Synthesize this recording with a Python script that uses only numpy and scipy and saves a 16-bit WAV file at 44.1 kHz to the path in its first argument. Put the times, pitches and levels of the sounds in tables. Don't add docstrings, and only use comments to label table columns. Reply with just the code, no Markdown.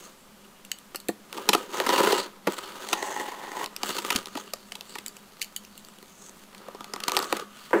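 import sys
import numpy as np
from scipy import signal
from scipy.fft import rfft, irfft
from scipy.io import wavfile
from scipy.ndimage import uniform_filter1d

SR = 44100
rng = np.random.default_rng(int(sys.argv[2]) if len(sys.argv) > 2 else 0)


def output_pcm(signal):
    pcm = np.clip(np.atleast_2d(signal).T, -1, 1) * 32767
    wavfile.write(sys.argv[1], SR, np.round(pcm).astype(np.int16))


N = 343980


def amp(db):
    return 10 ** (np.asarray(db) / 20)


def rms_one(x):
    return x / np.sqrt(np.mean(x ** 2) + 1e-20)


def filtered(x, order, hz, kind):
    return signal.sosfilt(signal.butter(order, hz, kind, fs=SR, output="sos"), x)


def coloured(x, spectrum):
    hz, level_db = np.transpose(spectrum)
    log_hz = np.log(np.maximum(np.fft.rfftfreq(len(x), 1 / SR), 1))
    gain = amp(np.interp(log_hz, np.log(hz), level_db))
    return rms_one(irfft(rfft(x) * gain, len(x)))


def resonance(x, hz, width_hz):
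    r = np.exp(-np.pi * width_hz / SR)
    feedback = [1, -2 * r * np.cos(2 * np.pi * hz / SR), r * r]
    return signal.lfilter([(1 - r * r) / 2, 0, (r * r - 1) / 2], feedback, x)


def drift(rate_hz):
    r = np.exp(-2 * np.pi * rate_hz / SR)
    wander = signal.lfilter([1], [1, -2 * r, r * r], rng.standard_normal(N + SR))
    return rms_one(wander[SR:])


def ringing(modes, scatter_db):
    t = np.arange(SR // 8)[:, None] / SR
    hz, level_db, t60_s = np.transpose(modes)
    level_db = level_db + scatter_db * rng.standard_normal(len(hz))
    strength = amp(level_db) * rng.choice([-1, 1], len(hz))
    return (strength * amp(-60 * t / t60_s) * np.sin(2 * np.pi * hz * t)).sum(axis=1)


def burst(rise_ms, rough_db):
    t = np.arange(SR // 16) / SR / (max(rise_ms, .05) / 1000)
    roughness = amp(rough_db * rng.standard_normal(len(t)))
    return t * np.exp(1 - t) * rng.standard_normal(len(t)) * roughness


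def add(out, start_s, sound, peak_db):
    i = round(start_s * SR)
    sound = sound[:N - i]
    out[i:i + len(sound)] += amp(peak_db) * sound / np.abs(sound).max()


# (frequency [Hz], relative level [dB])
AIR_SPECTRUM = [(15, 10), (25, -33), (48, -3.5), (102, -9.5), (200, 7), (451, -11.5), (516, -3.5),
                (1190, -3.5), (1560, -8), (7710, -14.5), (16000, -17.5)]
AIR_RMS_DB = -54.5
# (frequency [Hz], width of each of two passes [Hz], rms level [dB])
APPLIANCE_HUM = [(59, 12, -76), (205, 18, -60)]


def still_air():
    tone = amp(AIR_RMS_DB) * coloured(rng.standard_normal(N), AIR_SPECTRUM)
    for hz, width_hz, level_db in APPLIANCE_HUM:
        narrow = resonance(rng.standard_normal(N), hz, width_hz)
        tone = tone + amp(level_db) * rms_one(resonance(narrow, hz, width_hz))
    return tone


ROOM_T60_S, ROOM_DB = .22, -17


def room(x):
    t = np.arange(SR // 2) / SR
    tail = rng.standard_normal(len(t)) * amp(-60 * t / ROOM_T60_S) * (t > .004)
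    tail = signal.lfilter([1], [1, -.3], tail)
    return signal.fftconvolve(x, tail / np.sqrt(np.sum(tail ** 2)))[:N]


# (time [s], peak level [dB])
TABLE_BUMPS = [(1.086, -32), (4.154, -24), (7.327, -33), (7.734, -36)]
# (frequency [Hz], relative level [dB], t60 [s])
TABLE_MODES = [(105, -19.5, 0.079), (192, -9, 0.097), (252, 1, 0.045)]


def thuds():
    out = np.zeros(N)
    push = np.hanning(SR // 500)
    for start_s, peak_db in TABLE_BUMPS:
        add(out, start_s, signal.fftconvolve(push, ringing(TABLE_MODES, 1)), peak_db)
    return out


# (time [s], reference level [dB], shudder t60 [s])
FLAP_SLAP = (7.7305, -7.5, 0.092)
# (frequency [Hz], relative level [dB], t60 [s])
PANEL_MODES = [(204.6, -12, 0.17), (277.5, -2, 0.038), (350.3, 0.5, 0.063), (397.4, 7.5, 0.034),
               (506.4, 6, 0.025)]


def slap():
    out = np.zeros(N)
    start_s, level_db, t60_s = FLAP_SLAP
    t = np.arange(SR // 8) / SR
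    shudder = rng.standard_normal(len(t)) * (amp(-60 * t / t60_s) + amp(-16.0))
    dull = filtered(shudder, 6, [170, 1950], "band")
    add(out, start_s, dull + amp(-37.0) * shudder, level_db)
    add(out, start_s, signal.fftconvolve(shudder, ringing(PANEL_MODES, 0)), level_db - 5.0)
    return out


# (time [s], reference level [dB])
KNIFE_CLICKS = [(0.6492, -35), (0.716, -11.5), (0.786, -37), (0.958, -21), (1.001, -32), (1.0849, -18.5),
                (5.062, -21), (5.0813, -23), (5.167, -33), (5.412, -34), (5.416, -16.5), (5.4206, -26),
                (5.4258, -17.5), (5.4445, -28), (5.5628, -17.5), (5.649, -35.5), (5.777, -33),
                (5.848, -38.5)]
# (frequency [Hz], t60 [s])
KNIFE_MODES = [(2900, .013), (4500, .01), (6500, .008), (7700, .007)]
CLICK_RISE_MS, RATTLE_RISE_MS, RATTLE_DB = .6, 5.8, -20


def knife():
    out = np.zeros(N)
    for start_s, level_db in KNIFE_CLICKS:
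        rattle = amp(RATTLE_DB) * burst(RATTLE_RISE_MS, rough_db=4.0)
        blow = burst(CLICK_RISE_MS, rough_db=4.0) + rattle
        grip = 1 + .03 * rng.standard_normal()
        modes = [(hz * grip, 0, t60_s) for hz, t60_s in KNIFE_MODES]
        ring = signal.fftconvolve(blow, ringing(modes, 4))
        add(out, start_s, filtered(ring, 4, 1950., "high"), level_db - 1.5)
        add(out, start_s, filtered(blow, 4, 1950., "high"), level_db + 4.5)
    return out


# (time [s], crack peak level [dB], box thump reference level [dB], rise [ms])
BOX_CRACKS = [(0.9455, -26.5, -29, 2.1), (1.0874, -27, -10.5, 2), (1.3276, -23.5, -48, 0.59),
              (1.3724, -22, -33.5, 3.7), (1.489, -0.5, -13.5, 1.73), (1.5303, -7, -18, 3.6),
              (1.5485, -8.5, -11, 1.2), (1.8009, -9.5, -15.5, 0.27), (1.8631, -15, -18, 2.9),
              (1.8918, -11, -14.5, 0.58), (1.9787, -13.5, -23.5, 1.7), (2.0044, -15.5, -10.5, 1.26),
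              (2.0484, -14, -23, 0.61), (2.0717, -17, -10, 1.3), (2.1191, -14, -25, 4.6),
              (2.1282, -14, -9, 0.41), (2.4687, -15.5, -10.5, 4.06), (2.8873, -20.5, -38, 0.86),
              (2.9282, -6.5, -20, 2.66), (3.6423, -18.5, -59, 0.69), (3.6604, -16.5, -57, 0.46),
              (3.7633, -18.5, -64, 0.8), (3.8325, -10.5, -25, 0.72), (3.892, -22, -18.5, 0.35),
              (3.9822, -17, -28, 2.9), (4.1032, -11.5, -30, 1.7), (4.1502, -19, -35, 1.2),
              (4.1596, -9.5, -61, 1.73), (4.2581, -19.5, -56, 0.29), (4.353, -27, -23.5, 1.2),
              (4.371, -23.5, -26.5, 2.2), (4.535, -15.5, -33, 1.2), (4.72, -22, -49, 1.2),
              (4.753, -23, -53, 1.4), (4.809, -22.5, -52, 0.58), (4.9543, -22, -33.5, 1.7),
              (4.9845, -23, -43, 1.4), (6.548, -30.5, -63, 0.7), (6.58, -34, -56, 0.6),
              (6.6839, -35.5, -26, 0.97), (6.748, -36.5, -27.5, 0.66), (6.807, -27, -29.5, 0.74),
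              (6.8433, -25, -49, 0.79), (6.936, -17, -29, 1.2), (6.9614, -22.5, -30, 0.4),
              (7.0022, -22, -43, 1.1), (7.0363, -17, -50, 1.1), (7.0804, -9, -25, 1.46),
              (7.095, -18, -55, 0.89), (7.119, -8.5, -29, 0.3), (7.1473, -20, -48, 2.8),
              (7.1675, -3, -24, 0.21), (7.172, -6, -29, 0.54), (7.1906, -9, -28, 0.22),
              (7.225, -19.5, -27, 1.96), (7.243, -23, -42, 0.41), (7.326, -11.5, -13.5, 0.47),
              (7.3667, -20, -28, 1.8), (7.397, -23, -33, 0.76), (7.707, -33, -30, 2.4)]
# (frequency [Hz], relative level [dB], t60 [s])
FLAP_MODES = [(715, -4, .03), (850, -1, .03), (975, 0, .03), (1200, 0, .03), (1400, -6, .025),
              (1850, -7, .02)]
CRACK_SHARE, FLAP_OFFSET_DB = 0.54, -1.5


def cracks():
    out = np.zeros(N)
    for start_s, crack_db, thump_db, rise_ms in BOX_CRACKS:
        flap_db = CRACK_SHARE * crack_db + (1 - CRACK_SHARE) * thump_db + FLAP_OFFSET_DB
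        blow = burst(rise_ms, rough_db=5.5)
        colour_hz = 3110.0 * amp(2. * rng.standard_normal())
        edge = filtered(blow, 1, [1700., 11000.], "band")
        crack = edge + 4.8 * resonance(blow, colour_hz, .5 * colour_hz)
        add(out, start_s, crack, crack_db)
        add(out, start_s, signal.fftconvolve(blow, ringing(PANEL_MODES, 5.1)), thump_db - 3.5)
        add(out, start_s, signal.fftconvolve(blow, ringing(FLAP_MODES, 1)), flap_db)
    return out


# (time [s], level [dB])
PRESSURE_STROKES = [
    [(0.0, -49), (0.07, -53), (0.16, -63.5), (1.28, -61.5)],
    [(1.35, -44), (1.47, -46.5), (1.58, -43), (1.68, -52)],
    [(1.74, -38.5), (1.84, -35.5), (2.04, -24.5), (2.15, -34.5), (2.24, -39), (2.3, -53.5), (2.42, -65)],
    [(2.5, -41), (2.75, -45), (2.83, -41), (2.9, -42)],
    [(2.97, -44.5), (3.1, -40.5), (3.2, -41), (3.35, -47.5), (3.58, -43), (3.63, -39), (3.68, -57),
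     (3.8, -52.5)],
    [(3.85, -39), (3.92, -38), (4.03, -42.5), (4.19, -39.5), (4.24, -57.5), (4.31, -53), (4.4, -48.5),
     (4.47, -55.5)],
    [(4.65, -59.5), (4.9, -55), (5.3, -60.5), (6.2, -61), (6.4, -57), (6.47, -61.5)],
    [(6.65, -53.5), (6.9, -55), (7.06, -48.5), (7.2, -37), (7.28, -45.5), (7.35, -40), (7.41, -42),
     (7.47, -58.5)],
    [(7.6, -49.5), (7.7, -50.5)],
]
# (panel drumming re rasp [dB], flap ringing re rasp [dB],
#               hiss re rasp before growth [dB], lone tick drive [dB])
GESTURE_LEVELS = [(1.5, -3, 4.5, -17.5), (4, 1, 1, -6), (1, 2, -2.5, -9.5), (-3, -1, -1, -3.5),
                  (1, 5.5, 0, -5.5), (-4, 0, 1.5, 2), (-2, -3.5, 5.5, -1.5), (1, 3, -2.5, -6.5),
                  (-15, -4.5, 2, -5)]
MEAN_RASP_DB, HISS_GROWTH_DB_PER_DB = -46, 0.18


def pressure():
    rows = []
    for stroke, (panel_db, flap_db, hiss_db, ticks_db) in zip(PRESSURE_STROKES, GESTURE_LEVELS):
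        for time_s, db in stroke:
            growth_db = HISS_GROWTH_DB_PER_DB * (db - MEAN_RASP_DB)
            rows.append((time_s, db + panel_db, db + flap_db, db, db + hiss_db + growth_db, ticks_db))
    time_s, *columns = np.transpose(rows)
    return [np.interp(np.arange(N) / SR, time_s, column) for column in columns]


def grains(per_s, clumps):
    sizes = amp(3.6 * np.minimum(rng.exponential(1, N), 5)) * rng.choice([-1, 1], N)
    breaks = rng.random(N) < per_s * clumps / SR
    return rms_one(sizes * breaks) * clumps


TICK_DECAY_MS = 0.99


def ticks(per_s, clumps):
    r = np.exp(-1000 / (TICK_DECAY_MS * SR))
    envelope = signal.lfilter([1], [1, -r], np.abs(grains(per_s, clumps)))
    return rms_one(envelope * rng.standard_normal(N))


BLADE_DB, BLADE_WAVER_DB = -23, 8.5
BLADE_WIDTH_SHARE = .1


def singing(tear):
    out = 0
    for hz, _ in KNIFE_MODES:
        level = amp(BLADE_DB + BLADE_WAVER_DB * drift(4.2))
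        out = out + level * rms_one(resonance(tear, hz, BLADE_WIDTH_SHARE * hz))
    return out


# (time [s], frequency [Hz])
STRIP_PITCH = [(1.7, 1094), (1.8, 1010), (2.3, 1050), (2.5, 1090), (2.92, 1084), (2.96, 853), (3.6, 894),
               (3.8, 1140), (6.6, 1074), (7.2, 1240)]


def flap_ringing(drive):
    strip_hz = np.interp(np.arange(N) / SR, *np.transpose(STRIP_PITCH))
    flap = 0
    for hz, level_db, t60_s in FLAP_MODES:
        from_pitch = np.abs(np.log2(hz / strip_hz))
        from_overtone = np.abs(np.log2(hz / 2.15 / strip_hz))
        octaves = np.minimum(from_pitch, from_overtone)
        width_hz = 2 * np.log(1000) / np.pi / t60_s
        sharp = resonance(resonance(drive, hz, 2 * width_hz), hz, width_hz)
        flap = flap + amp(level_db - 36 * octaves) * rms_one(sharp)
    return flap / np.sqrt(uniform_filter1d(flap ** 2, size=SR))


# (frequency [Hz], relative level [dB])
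TEAR_SPECTRUM = [(880, -7.5), (1500, -2), (2300, -8), (2510, -8), (2740, -6), (3450, -5), (5070, -12.5),
                 (6630, -10), (8830, -11.5), (14500, -15.5), (16000, -4)]
CREAK_DB = 0


def rubbing():
    panel_db, flap_db, rasp_db, hiss_db, ticks_db = pressure()
    effort = np.clip((rasp_db + 58.0) / 26.0, .3, 1)
    clumps = amp(2.5 * effort * drift(40.))
    lone = amp(ticks_db) * ticks(70., clumps)
    deep = grains(3000., clumps) + amp(CREAK_DB) * lone
    tear = coloured(grains(9000., clumps) + lone, TEAR_SPECTRUM)
    tear = tear + singing(tear)
    rasp = rms_one(filtered(tear, 3, 5000, "low"))
    hiss = rms_one(filtered(tear, 3, 5000, "high"))
    panel = rms_one(signal.fftconvolve(deep, ringing(PANEL_MODES, 0))[:N])
    flap = flap_ringing(deep)
    return amp(panel_db) * panel + amp(flap_db) * flap + amp(rasp_db) * rasp + amp(hiss_db) * hiss


BOX_LOW_HZ = 156


def scene():
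    box = filtered(rubbing() + cracks() + slap(), 4, BOX_LOW_HZ, "high")
    near = box + knife() + thuds()
    return (near + amp(ROOM_DB) * room(near) + still_air())[None]


CUTOFF_HZ = 16600


def record(dry):
    return signal.sosfilt(signal.cheby2(16, 90, CUTOFF_HZ, fs=SR, output="sos"), np.tanh(dry))


dry = scene()
out = record(dry)
output_pcm(out)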